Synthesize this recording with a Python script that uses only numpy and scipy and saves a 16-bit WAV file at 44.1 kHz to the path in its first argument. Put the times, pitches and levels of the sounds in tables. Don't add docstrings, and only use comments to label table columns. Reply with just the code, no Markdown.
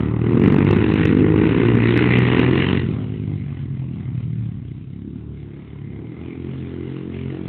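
import sys
import numpy as np
from scipy import signal
from scipy.fft import rfft, irfft, next_fast_len
from scipy.io import wavfile
from scipy.ndimage import uniform_filter1d, minimum_filter1d, map_coordinates

SR = 44100
rng = np.random.default_rng(int(sys.argv[2]) if len(sys.argv) > 2 else 0)


def inscribe(sig):
    pcm = np.round(np.clip(np.atleast_2d(sig).T, -1, 1) * 32767)
    wavfile.write(sys.argv[1], SR, pcm.astype(np.int16))


def field_ratio(decibels):
    return 10 ** (np.asarray(decibels, dtype=float) / 20)


N = 329868
TIME = np.arange(N) / SR
CEILING = 0.71


def unit(x):
    return x / np.sqrt(np.mean(x ** 2) + 1e-20)


def even(x):
    return x / np.sqrt(np.abs(uniform_filter1d(x ** 2, SR // 4)) + 1e-14)


def along(points, hz):
    f, value = np.transpose(points)
    return np.interp(np.log(hz + 1), np.log(f + 1), value)


def curves(rows):
    s, *columns = np.transpose(rows)
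    return [np.interp(TIME, s, column) for column in columns]


def wobble(rate):
    knots = rng.standard_normal(int(N * rate / SR) + 4)
    return map_coordinates(knots, [np.arange(N) * rate / SR])


def filtered(x, response):
    m = 2 * next_fast_len(N // 2 + SR // 4)
    gain = response(np.fft.rfftfreq(m, 1 / SR))
    gain = gain / np.sqrt(np.mean(np.abs(gain) ** 2))
    return irfft(rfft(x, m) * gain, m)[..., :N]


def resonance(hz, centre_hz, width_hz):
    return 1j * hz * width_hz / (centre_hz ** 2 - hz ** 2 + 1j * hz * width_hz)


def noise(spectrum, patchy_db=0):
    z = signal.stft(rng.standard_normal(N), nperseg=512)[2]
    field = uniform_filter1d(rng.standard_normal(z.shape), 4, 0)
    field = uniform_filter1d(field, 9, 1)
    clumped = signal.istft(z * field_ratio(patchy_db * unit(field)), nperseg=512)[1][:N]
    return filtered(unit(clumped), lambda hz: field_ratio(along(spectrum, hz)))


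def firings(speed, first):
    ruts = (TIME > 4.9) * np.cos(2 * np.pi * (TIME - 5.25) / 0.43)
    rate = curves(speed)[0] + 0.8 * ruts
    at = np.flatnonzero(np.diff(np.floor(first + np.cumsum(rate) / SR)))
    chance = rng.standard_normal((len(at), 2))
    jitter_s, scatter_db = 0.0001, 1
    at = np.clip(at + np.round(jitter_s * SR * chance[:, 0]).astype(int), 0, N - 1)
    size = np.sqrt(SR / rate[at]) * field_ratio(scatter_db * chance[:, 1])
    return np.bincount(at, size, N)


# f/Hz, level/dB
GRASS_PATH = [(10, -71.5), (35, -45), (50, -11.5), (70, -10.5), (100, 8), (330, 0.5), (450, -6), (560, -26),
              (2000, -37)]


def blow_colour(hz):
    lead = 2 * np.arctan2(70 * hz, hz ** 2 - 70 ** 2) - 1
    return field_ratio(along(GRASS_PATH, hz)) * np.exp(1j * lead)


# f/Hz, width/octaves, level/dB
PIPE_RESONANCES = [
    (70, 0.25, -0.3),
    (135.2, 0.34, -0.5),
    (242, 0.32, 0.18),
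    (414.3, 0.39, 2.5),
]
SHUT_THROTTLE = [
    -2,
    3,
    -12.5,
    -33,
]


def engine(speed, first, thump, silencer_db, tune):
    level_db, throttle = curves(thump)
    turned_db = 7 * np.clip((TIME - 4.8) / 0.28, 0, 1)
    blows = firings(speed, first)
    thud = np.zeros(N)
    for i, (f, octaves, trim_db) in enumerate(PIPE_RESONANCES):
        own_db = silencer_db[i] + SHUT_THROTTLE[i] * (1 - throttle) + trim_db
        mode_db = level_db + own_db + 2.2 * wobble(6)
        if i == 0:
            mode_db = mode_db + turned_db

        def ring(hz):
            distance_octaves = np.log2((hz + 1) / (tune * f))
            return blow_colour(hz) * np.exp(-0.5 * (distance_octaves / octaves) ** 2)

        thud += filtered(blows * field_ratio(mode_db), ring)
    return thud, blows * field_ratio(level_db)


# t/s, rate/firings per s
LEAD_SPEED = [(0.0, 42.1), (0.21, 41.35), (0.431, 48.0), (0.631, 47.7), (0.777, 52.39), (1.413, 52.23),
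              (1.674, 59.31), (1.867, 57.76), (2.066, 61.67), (2.448, 61.59), (2.659, 65.24),
              (2.928, 51.03), (3.175, 51.94), (3.541, 45.74), (4.7, 35.35), (5.959, 35.09), (6.217, 43.43),
              (7.48, 45.17)]
# t/s, level/dB, throttle and heading/1 open towards - 0 shut or away
LEAD_THUMP = [(0, -34, 0.9), (0.218, -30.5, 0.88), (.42, -16.5, 0.7), (0.648, -19, 0.86), (.85, -24.5, 0.9),
              (1.2, -22, 0.94), (1.801, -24, 0.97), (2.202, -23.5, 0.83), (2.699, -29.5, 1.065),
              (2.949, -32, 0.83), (3.802, -29.5, 0.13), (4.602, -31.5, 0.071), (4.85, -44, 0.42),
              (5.398, -47.5, 0.97), (5.801, -37.5, 0.56), (6.249, -36.5, 0.79), (6.9, -34.5, 0.86),
              (7.48, -31, .75)]
LEAD_SILENCER = [-14, -0.5, -2, -1]


def lead_bike():
    return engine(LEAD_SPEED, -0.06, LEAD_THUMP, LEAD_SILENCER, tune=0.95)


# t/s, rate/firings per s
CHASE_SPEED = [(0.0, 37.47), (0.381, 39.16), (0.648, 33.1), (0.948, 42.63), (1.228, 43.05), (1.492, 36.88),
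               (1.775, 34.47), (2.103, 42.22), (2.461, 42.94), (2.734, 47.17), (3.001, 37.46),
               (3.181, 38.62), (4.678, 30.23), (5.175, 37.8), (5.349, 35.59), (5.835, 37.4), (6.696, 43.29),
               (7.48, 43.99)]
# t/s, level/dB, throttle and heading/1 open towards - 0 shut or away
CHASE_THUMP = [(0, -24.5, 0.73), (0.221, -25.5, .7), (0.402, -23.5, 0.96), (.62, -23.5, 0.71),
               (0.899, -24, 0.78), (1.402, -25, 0.96), (1.902, -29, 1), (2.4, -25.5, 0.97),
               (2.748, -24, .8), (3, -33, 0.14), (3.8, -34.5, 0.41), (4.551, -34, .2), (4.851, -39.5, 0.43),
               (5.05, -37.5, 0.64), (5.401, -39.5, 0.13), (5.902, -46, .9), (6.799, -41.5, 0.66),
               (7.48, -40.5, 0.85)]
CHASE_SILENCER = [-6, -1, 1, -2]


def chase_bike():
    return engine(CHASE_SPEED, -0.26, CHASE_THUMP, CHASE_SILENCER, tune=0.98)


# t/s, far/0 close - 1 far, echo level/dB
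DISTANCE_PATH = [(0, .5, -12), (.35, 0, -13), (2.4, 0, -14), (2.82, 0, -18), (2.88, 1, -15), (4.6, 1, -14),
                 (4.9, 1, -9), (6, 1, -9), (6.3, 1, -12), (7.48, 1, -12)]


def distance():
    return curves(DISTANCE_PATH)


def puffs(blows, far):
    t = np.arange(SR // 25) / SR
    puff = (1 - np.exp(-t / 0.00084)) * np.exp(-t / 0.0035)
    lead = round(0.0027 * SR)
    gate = np.sqrt(np.abs(signal.fftconvolve(blows ** 2, puff ** 2)[lead:lead + N]))
    smear = 0.15 + 0.33 * far
    return np.sqrt((1 - smear) * even(gate) ** 2 + smear)


# f/Hz, level/dB per Hz
FIZZ_CLOSE = [(760, -37.5), (1300, -9.5), (1460, -1.5), (1640, -5.5), (1920, 0.5), (2280, -5.5), (2750, -2),
              (3230, -9), (3730, -10), (4130, -19.5), (5370, -64.5), (9090, -120)]
# f/Hz, level/dB per Hz
FIZZ_DISTANT = [(760, -21.5), (1300, -9), (1750, -5), (2120, -4.5), (2740, -4.5), (3100, -5.5), (3820, -14),
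                (4130, -22.5), (5370, -57), (9090, -120)]


def fizz(gate, far, centre_hz):
    hiss = noise(FIZZ_CLOSE, patchy_db=2)
    near = np.zeros(N)
    for f, width_hz in [(1600, 500), (2150, 640), (2800, 230)]:
        share = np.clip(1 - np.abs(centre_hz - f) / 620, 0, 1) ** 0.5
        near += share * filtered(hiss, lambda hz: 0.26 + resonance(hz, f, width_hz))
    thin = noise(FIZZ_DISTANT, patchy_db=2.5)
    aimed = 1 + 3 * np.exp(-((TIME - 5.97) / 0.45) ** 4)
    ring = unit(filtered(thin, lambda hz: resonance(hz, 2100, 170)))
    distant = unit(thin) + 0.3 * aimed * ring
    return gate * even((1 - far) * even(near) + far * unit(distant))


# f/Hz, level/dB per Hz
GROWL_CLOSE = [(310, -19), (520, 2.5), (590, -4), (1010, 2), (1290, -2), (1460, -8.5), (1600, -23),
               (2080, -34.5), (3520, -120)]
# f/Hz, level/dB per Hz
GROWL_DISTANT = [(310, -32.5), (520, 4), (585, -8.5), (625, -4), (743, -8.5), (1040, -4), (1190, -4.5),
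                 (1600, -14), (2080, -41), (3520, -120)]


def growl(gate, far, sharp_blows):
    def silencer(hz):
        return field_ratio(along(GROWL_CLOSE, hz)) * np.exp(-1j * np.pi * 0.004 * (hz - 750) ** 2 / 800)

    crack = even(filtered(sharp_blows, silencer))
    near = 0.55 * gate * noise(GROWL_CLOSE, patchy_db=2) + 0.85 * crack
    hollow = filtered(noise(GROWL_DISTANT, patchy_db=1.5), lambda hz: 1 + 1.3 * resonance(hz, 737, 120))
    return even((1 - far) * near + far * gate * unit(hollow))


# t/s, level/dB, fizz centre f/Hz
GAS_FLOW = [(0, -40.5, 2010), (.2, -45.5, 2050), (.44, -33, 2080), (.9, -30.5, 1960), (1.15, -34, 1983),
            (1.7, -30, 1950), (2.05, -25.5, 2150), (2.72, -28.5, 2450), (2.82, -34.5, 2520),
            (2.9, -45.5, 2320), (3.25, -53.5, 2200), (4.2, -56, 2200), (4.85, -63, 2200),
            (5.25, -63.5, 2200), (5.55, -57, 2200), (5.87, -58.5, 2200), (6.3, -52, 2200),
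            (7.48, -49.5, 2200)]


def rasp(blows, sharp_blows):
    flow_db, centre_hz = curves(GAS_FLOW)
    far, _ = distance()
    gust_db = 1.4 + 0.4 * far
    fizz_db = flow_db + gust_db * wobble(14) - 0.06
    ahead = np.minimum(np.arange(N) + round(0.04 * SR), N - 1)
    above_cruise = np.minimum(curves(LEAD_SPEED)[0] - 50, 6.3)
    yield_db = -0.6226 * (1 - far) * above_cruise
    growl_db = flow_db[ahead] + gust_db * wobble(14) + 0.33 + yield_db - 1.42
    gate = puffs(blows, far)
    return field_ratio(growl_db) * growl(gate, far, sharp_blows) + field_ratio(fizz_db) * fizz(gate, far, centre_hz)


# f/Hz, t/s
TREE_DECAY = [
    (80, 0.71),
    (400, 0.74),
    (3000, 0.1),
]


def trees(x):
    hz, t, z = signal.stft(rng.standard_normal(SR // 2), SR, nperseg=1024)
    decay = field_ratio(-60 * t / along(TREE_DECAY, hz)[:, None])
    tail = signal.istft(z * decay, SR, nperseg=1024)[1]
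    delayed = np.pad(x, (1500, 0))
    return signal.fftconvolve(delayed, tail / np.linalg.norm(tail))[:N]


# f/Hz, level/dB per Hz
FIELD_AIR = [(15, -51), (25, -22.5), (58, -4.5), (150, -2.5), (262, -7), (332, -9.5), (591, -30),
             (1550, -47.5), (3000, -37), (3710, -30), (4130, -52.5), (5370, -80.5), (9090, -120)]


def field_air():
    return field_ratio(-50) * noise(FIELD_AIR)


def duck(x):
    span = round(0.006 * SR)
    needed = np.minimum(1, 0.67 / (np.abs(x) + 1e-9))
    return x * uniform_filter1d(minimum_filter1d(needed, 2 * span), span)


def narrow_band(x):
    m = next_fast_len(N)
    passed = np.fft.rfftfreq(m, 1 / SR) < 4300
    return irfft(rfft(x, m) * passed, m)[:, :N]


# t/s, click level/dB
HARD_FIRINGS = [(0.399, -45.5), (0.4367, -41.5), (0.4791, -38), (0.5198, -57), (0.541, -45.5),
                (0.5647, -45), (0.5823, -37), (0.6471, -46.5), (0.7115, -49), (0.7283, -45.5), (0.766, -37),
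                (0.938, -48.5), (1.055, -45), (1.1483, -42.5), (1.7506, -30), (1.9727, -25),
                (2.1885, -45.5), (2.3954, -41)]


def surges(x):
    surge = 0.0022 * SR
    reach = round(3 * surge)
    bell = np.exp(-0.5 * (np.arange(-reach, reach) / surge) ** 2)
    smooth = round(0.0006 * SR)
    thump = uniform_filter1d(uniform_filter1d(x[0], smooth), smooth)
    swell = np.zeros(N)
    for s, click_db in HARD_FIRINGS:
        middle = round(s * SR) + reach // 8
        near = slice(middle - reach, middle + reach)
        height = np.abs(thump[near] * bell)
        top = np.argmax(height)
        target = CEILING * field_ratio(np.clip(0.052 * (click_db + 51), 0.25, 1.6))
        wanted = target - x[0, near][top] * np.sign(thump[near][top])
        swell[near] += np.clip(wanted / height[top], 0, 1.8) * bell
    return x + swell * thump


def scene():
    lead, lead_blows = lead_bike()
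    chase, chase_blows = chase_bike()
    gas = rasp(lead_blows + chase_blows, lead_blows + 0.45 * chase_blows)
    bikes = lead + chase + gas
    _, echo_db = distance()
    echo = trees(field_ratio(echo_db) * bikes)
    return (bikes + echo + field_air())[None]


def band_limit(x):
    return signal.sosfilt(signal.butter(12, 15850, fs=SR, output="sos"), x)


def record(dry):
    heard = surges(narrow_band(duck(dry)))
    return band_limit(np.clip(heard, -CEILING, CEILING))


dry = scene()
out = record(dry)
inscribe(out)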